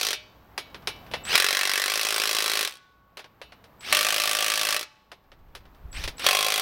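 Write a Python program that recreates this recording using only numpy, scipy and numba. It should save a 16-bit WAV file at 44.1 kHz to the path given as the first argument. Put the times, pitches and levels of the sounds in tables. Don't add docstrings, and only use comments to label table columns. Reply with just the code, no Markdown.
import sys
import numpy as np
from scipy import signal
from scipy.fft import rfft, irfft
from scipy.io import wavfile
from numba import njit

SR = 44100
rng = np.random.default_rng(int(sys.argv[2]) if len(sys.argv) > 2 else 0)


def store_wav(level_fs):
    pcm = np.round(np.clip(np.atleast_2d(level_fs), -1, 1) * 32767)
    wavfile.write(sys.argv[1], SR, pcm.T.astype(np.int16))


N = 291501
TIME = np.arange(N) / SR

# (frequency [Hz], width [Hz], level [dB])
BODY_A = [(530, 570, -2.5), (3660, 210, -20), (4130, 690, -2.5), (5570, 1800, -3.5), (13100, 410, -1)]
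BODY_B = [(391.3, 33, 4), (580, 280, -9), (1044, 64, 3), (1500, 220, -6.5), (3970, 470, -9),
          (5300, 630, -10.5)]
BODY_C = [(612, 36, 4.5), (1166, 49, 0.5), (1630, 520, -8.5), (2640, 290, -10), (3660, 210, -14.5)]
BODY_D = [(540, 88, 2), (730, 79, 5), (1060, 30, 13.5), (2410, 570, -10), (3330, 48, 7), (3640, 80, -11)]
# (start [s], end of free spin [s], gear level at start [dB], gear level at end [dB], chirp level [dB])
PULLS = [(1.237, 1.352, -61.5, -42, -61), (3.794, 3.942, -61, -40.5, -65),
         (5.915, 6.058, -51.5, -54.5, -60.5), (6.168, 6.275, -56.5, -47, -64)]


def undb(db):
    return 10 ** (np.asarray(db) / 20)


def unit(x):
    return x / np.sqrt(np.mean(x ** 2))


def add(track, s, sound):
    i = int(s * SR)
    sound, i = sound[max(-i, 0):], max(i, 0)
    track[i:i + len(sound)] += sound[:N - i]


def through(x, response):
    return signal.fftconvolve(x, response)[:len(x)]


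def colour(x, spectrum, size=8192):
    hz, db = np.transpose(spectrum)
    bins_hz = np.arange(size // 2 + 1) * SR / size
    log_gain = np.log(undb(np.interp(np.log(bins_hz + 1), np.log(hz), db)))
    cepstrum = irfft(log_gain)
    cepstrum[1:size // 2] *= 2
    cepstrum[size // 2 + 1:] = 0
    response = irfft(np.exp(rfft(cepstrum)))
    return through(x, response / np.linalg.norm(response))


def resonance(x, hz, width):
    return signal.lfilter(*signal.iirpeak(hz, hz / width, fs=SR), x)


def lowpass(x, hz, order=1):
    return signal.sosfilt(signal.butter(order, min(hz, SR / 2 - 1), fs=SR, output="sos"), x)


def fade(t60, size):
    return np.exp(-np.log(1000) * np.arange(size) / SR / t60)


def contact(grain, crack_t60, rattle_t60, rattle_db):
    burst = grain * (fade(crack_t60, len(grain)) + undb(rattle_db) * fade(rattle_t60, len(grain)))
    return burst / np.linalg.norm(burst) * np.sqrt(SR / 100)


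def scatter(x, t60, top_hz, delay_s):
    tail = lowpass(rng.standard_normal(SR) * fade(t60, SR), top_hz, order=2)
    tail = tail * (TIME[:SR] > delay_s)
    return through(x, tail / np.linalg.norm(tail))


def walk(rate):
    steps = rng.standard_normal(int(TIME[-1] * rate) + 2)
    return 1.2 * np.interp(TIME * rate, np.arange(len(steps)), steps)


def ring(power, hz, t60, waver):
    keep = np.exp(-2 * np.log(1000) / (t60 * SR))
    stored = signal.lfilter([1 - keep], [1, -keep], power + 1e-18)
    return np.sqrt(2 * stored) * np.sin(2 * np.pi * hz * TIME + waver * walk(54))


def turning(t, seats):
    seating_s = .0458
    return .5 * (1 - np.tanh((t - seats) / seating_s))


def strikes(first, seats, released, ends, full_hz):
    sag_hz, recover_s = 5.81, .0735
    drag_hz = 5.23
    brake_hz_per_s = 360
    t = first + np.arange(int((ends - first) * SR)) / SR
    rate = full_hz - sag_hz * np.exp((first - t) / recover_s)
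    rate -= drag_hz * turning(t, seats)
    rate -= brake_hz_per_s * np.maximum(t - released, 0)
    half_turns = np.floor(np.cumsum(rate) / SR)
    times = t[np.diff(half_turns, prepend=-1) > 0]
    return times[(times > -1 / full_hz) & (times < TIME[-1] - .001)]


def disperse(delay_s, step_hz, size):
    hz = np.arange(size // 2 + 1) * SR / size
    delays = delay_s * rng.exponential(size=size)
    lag = np.interp(hz / step_hz, np.arange(size), delays)
    click = irfft(np.exp(-2j * np.pi * np.cumsum(lag) * SR / size))
    return click * np.hanning(2 * size)[size:] * np.sqrt(SR / 100)


def hammer(burst, body, nut_db, size=2048):
    thud_db, lug_db, rattle_db, rattle_low_hz = -4.5, -7.5, -2.5, 650
    brake_db_per_s, grind_db = 74, 2.5
    _, seats, released, _, _ = burst
    thud = undb(thud_db) * lowpass(disperse(delay_s=.004, step_hz=90, size=size), 1200, order=2)
    lugs = [undb(lug_db) * disperse(delay_s=.0014, step_hz=150, size=size) for _ in range(2)]
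    blows = np.zeros(N)
    for k, s in enumerate(strikes(*burst)):
        late, force, tightness, square = rng.standard_normal(4) * [.0001, .4, .3, 2.5]
        grain = rng.standard_normal(size)
        rattle = contact(grain, crack_t60=.0024 * np.exp(tightness), rattle_t60=.052, rattle_db=3)
        rattle = rattle - lowpass(rattle, rattle_low_hz)
        blow = undb(rattle_db) * rattle + lugs[k % 2] + thud
        blow[0] += undb(12.5 + square)
        braking_db = brake_db_per_s * max(s - released, 0)
        uneven_db = .5 * (-1) ** k
        add(blows, s + late, undb(nut_db - braking_db + force + uneven_db) * blow)
    grind = undb(grind_db) * resonance(blows * turning(TIME, seats), 1730, 480)
    resonant = sum(undb(db) * resonance(blows, hz, width) for hz, width, db in body)
    return blows + grind + resonant


def skips(size=2048):
    # (first skip [s], skips end [s], first gap [s], first level [dB])
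    rundowns = [(0.115, .125, .013, -44.5), (2.695, 2.775, 0.014, -41.5), (4.794, 4.84, .0172, -30.5)]
    slowing, fall_db = .04, 2.5
    out = np.zeros(N)
    for s, ends, gap, db in rundowns:
        while s < ends:
            tick = contact(rng.standard_normal(size), crack_t60=.0042, rattle_t60=.043, rattle_db=-5)
            add(out, s, undb(db) * tick)
            s += gap
            gap *= 1 + slowing
            db -= fall_db
    return out


def rim(runs):
    # (frequency [Hz], t60 [s], level at first, second, third and fourth nut [dB])
    rim_modes = [(867, 1.25, -40, -48, -35, -42), (1114, 2.2, -38, -33, -40, -37),
                 (1480, 1.3, -44, -33, -50, -43)]
    singing = np.zeros(N)
    for hz, t60, *levels in rim_modes:
        power = sum((undb(db) * run) ** 2 for db, run in zip(levels, runs))
        singing += ring(power, hz, t60, waver=.1)
    return singing


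def wrench():
    # (first blow [s], nut seats [s], trigger released [s], hammering ends [s],
    # full rate [blows/s])
    bursts = [(-.2943, -.5, .0877, .14, 53.59), (1.3549, 1.896, 2.6237, 2.685, 53.59),
              (3.9266, 3.942, 4.7456, 4.775, 53.25), (6.2651, 6.309, 6.7, 6.75, 53.29)]
    # (body resonances, blow level [dB])
    nuts = [(BODY_A, -35.5), (BODY_B, -23.5), (BODY_C, -23), (BODY_D, -24)]
    # (frequency [Hz], relative level [dB])
    blow_spectrum = [(90, -21), (270, -11.5), (375, -6.5), (750, -2.5), (900, -9.5), (1080, -3),
                     (1600, -2.5), (2500, 2.5), (4000, 0), (5800, -2), (7000, -7.5), (9200, -5.5),
                     (12000, -8.5), (16000, -14)]
    runs = [hammer(burst, *nut) for burst, nut in zip(bursts, nuts)]
    blows = colour(sum(runs) + skips(), blow_spectrum)
    clatter = undb(-12.5) * scatter(blows, t60=.13, top_hz=5600, delay_s=.0026)
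    return blows + clatter, rim(runs)


def wheel(x):
    # (frequency [Hz], mean level [dB], t60 [s])
    wheel_modes = [(614, -12, .6), (2240, -5, .4), (2331, -1, .3), (2505, -5, .3), (2668, -2, .33),
                   (2950, 0, .33), (3050, -9, .55), (3316, -4, .32), (3640, 0, .28), (3860, -11, .6),
                   (3989, -2, .22), (4200, -8, .3), (4527, -12, .45), (4947, -9, .25), (5600, -12, .3),
                   (6675, -16, .25), (9388, -10, .11), (10900, -18, .16), (13400, -17, .25)]
    ringing = np.zeros(N)
    for hz, db, t60 in wheel_modes:
        drifting_db = db + 3.5 * walk(4)
        ringing += undb(drifting_db) * ring(x ** 2, hz, t60, waver=.35)
    return ringing


def shimmer(x):
    return resonance(scatter(x, t60=.24, top_hz=6460, delay_s=.0018), 3400, 2600)


def outdoors():
    # (frequency [Hz], relative level [dB])
    air_spectrum = [(20, -11.5), (58, -8.5), (90, -4), (170, -6.5), (400, -12.5), (800, -11.5), (1200, -14),
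                    (2000, -22.5), (4000, -32), (7000, -41.5), (10500, -46), (13000, -31), (16000, -33.5)]
    wind_spectrum = [(12, -4), (28, -4), (55, -3.5), (90, -13), (150, -19.5), (300, -44), (800, -71)]
    # (peak [s], half width [s], level [dB])
    puffs = [(5.501, .16, -60), (5.865, .028, -53.5), (6.01, 0.064, -48.5)]
    air = colour(rng.standard_normal(N), air_spectrum)
    hum = undb(-8.5) * unit(resonance(resonance(rng.standard_normal(N), 58, 9), 58, 9))
    gust = sum(undb(db) * np.exp(-.5 * ((TIME - s) / width) ** 2) for s, width, db in puffs)
    return (air + hum) * undb(-68.5) + gust * colour(rng.standard_normal(N), wind_spectrum)


def ticks():
    # (start [s], end [s])
    fumbles = [(0.699, 1.1), (3.25, 3.2), (5.15, 5.8)]
    backlash_s, backlash_db, backlash_treble_db = .014, -68, 12.5
    gap_s, tick_db, spread_db, ring_db = .11, -75, 3, -11
    rows = [(pull[0] + backlash_s, backlash_db, backlash_treble_db, ring_db) for pull in PULLS]
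    for start, end in fumbles:
        for s in np.arange(start, end, gap_s):
            moment = s + gap_s * (rng.random() - .5)
            rows.append((moment, tick_db + spread_db * rng.standard_normal(), 0, ring_db))
    return rows


def knocks(size=4096):
    # (time [s], level [dB], treble [dB], share into the wheel [dB])
    hits = [(0.13, -51, 18, -3.5), (.578, -43, 4, -8.5), (0.7452, -52, -16, -14),
            (0.8731, -43.5, 3.5, -8.5), (1.114, -63.5, 2, 0), (1.137, -44, -13.5, -12),
            (3.171, -44, 2, -12.5), (3.193, -43.5, -4.5, -18), (3.243, -49.5, -14, -26),
            (3.4157, -47, -6.5, -6.5), (3.522, -54.5, -12.5, -13), (3.641, -61.5, -0.5, -17),
            (5.117, -43.5, -5.5, -15.5), (5.318, -54, -25, -23), (5.551, -49.5, 4, -23),
            (5.654, -64, -11, -19), (6.039, -52.5, 11.5, -14), (6.077, -47, 5, -32),
            (6.195, -56, 10.5, -12), (6.243, -44, 5.5, -10)]
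    # (frequency [Hz], relative level [dB])
    clink_spectrum = [(80, -20.5), (200, -16.5), (370, 3), (700, 2), (1200, 0), (1800, 1), (2600, -0.5),
                      (3700, -2), (5400, -5.5), (7200, -18), (10000, -15.5), (16000, -25.5)]
    bounce_s, bounce_db = .015, -16.5
    dry, drive = np.zeros(N), np.zeros(N)
    for s, db, treble_db, ring_db in hits + ticks():
        for delay, weaker_db in ((0, 0), (bounce_s, bounce_db)):
            hit = contact(rng.standard_normal(size), crack_t60=.0064, rattle_t60=.092, rattle_db=5)
            hit = undb(db + weaker_db) * hit
            dull = lowpass(hit, 3500)
            hit = dull + undb(treble_db) * (hit - dull)
            add(dry, s + delay, hit)
            add(drive, s + delay, undb(ring_db) * hit)
    return colour(dry, clink_spectrum), colour(drive, clink_spectrum)


def motor():
    # (frequency [Hz], relative level [dB])
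    gear_spectrum = [(100, -14), (400, -5), (1000, -4), (2400, 2), (4000, -3.5), (5500, -5.5), (7000, -18),
                     (10000, -17), (16000, -21.5)]
    gears, chirps = np.zeros(N), np.zeros(N)
    for start, end, first_db, last_db, chirp_db in PULLS:
        t = TIME[:int((end - start) * SR) + SR // 20]
        past_end = t + start - end
        speed = 1 - np.exp(-np.maximum(t - .016, 0) / .1)
        speed *= 1 - .26 * np.clip(past_end / .02 + 1, 0, 1) ** 2

        angle = 2 * np.pi * np.cumsum(1600 * speed) / SR
        carrier = 2 * np.pi * 7780 * t
        tone = np.sin(carrier + angle) + .5 * np.sin(carrier - angle) * np.exp(-t / .1)
        fade_in_out = np.interp(t, [0, .003, .045, .075, .09], [0, .6, 1, .3, 0])
        add(chirps, start, undb(chirp_db) * tone * fade_in_out)

        jitter = 1 + .06 * rng.standard_normal(len(t)) + .045 * walk(130)[:len(t)]
        teeth = 2 * np.pi * np.cumsum(1600 * speed * jitter) / SR
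        mesh = sum(np.sin(k * teeth + rng.uniform(0, 2 * np.pi)) for k in (4, 6, 7, 9))
        rush = rng.standard_normal(len(t)) * (1 + .4 * np.sin(angle / 9))
        whirr = .8 * rush + .27 * mesh
        swell = undb(np.interp(t, [0, end - start], [first_db, last_db])) * np.clip(speed / .36, 0, 1)
        add(gears, start, whirr * swell * np.exp(-np.maximum(past_end, 0) / .0082))
    return colour(gears, gear_spectrum) + chirps


@njit
def follow(size, held, lowest, attack, release):
    out = np.empty(len(size))
    for i in range(len(size)):
        held = max(held * release + attack * max(size[i] - held, 0.), lowest)
        out[i] = held
    return out


def gain_control(x):
    ceiling = undb(-16)
    max_boost_db, start_boost_db = 22.5, 9.5
    clamp_s, release_db_per_s, lookahead_s = .0063, 11.5, .0014
    held = follow(np.abs(x), ceiling / undb(start_boost_db), ceiling / undb(max_boost_db),
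                  1 / (clamp_s * SR), undb(-release_db_per_s / SR))
    return x * ceiling / np.interp(TIME + lookahead_s, TIME, held)


def scene():
    blows, singing = wrench()
    clinks, drive = knocks()
    ringing = wheel(undb(-34) * blows + undb(-11) * drive)
    haze = shimmer(undb(-25) * blows + undb(-9.5) * drive)
    work = blows + clinks + ringing + singing + haze + motor()
    yard = undb(-30) * scatter(work, t60=.6, top_hz=4800, delay_s=.028)
    return (work + yard + outdoors())[None]


def record(dry):
    rounded = np.tanh(1.5 * gain_control(dry[0])) / 1.5
    top_cut = signal.ellip(10, .2, 70, 15900, fs=SR, output="sos")
    return signal.sosfilt(top_cut, rounded)[None]


dry = scene()
out = record(dry)
store_wav(out)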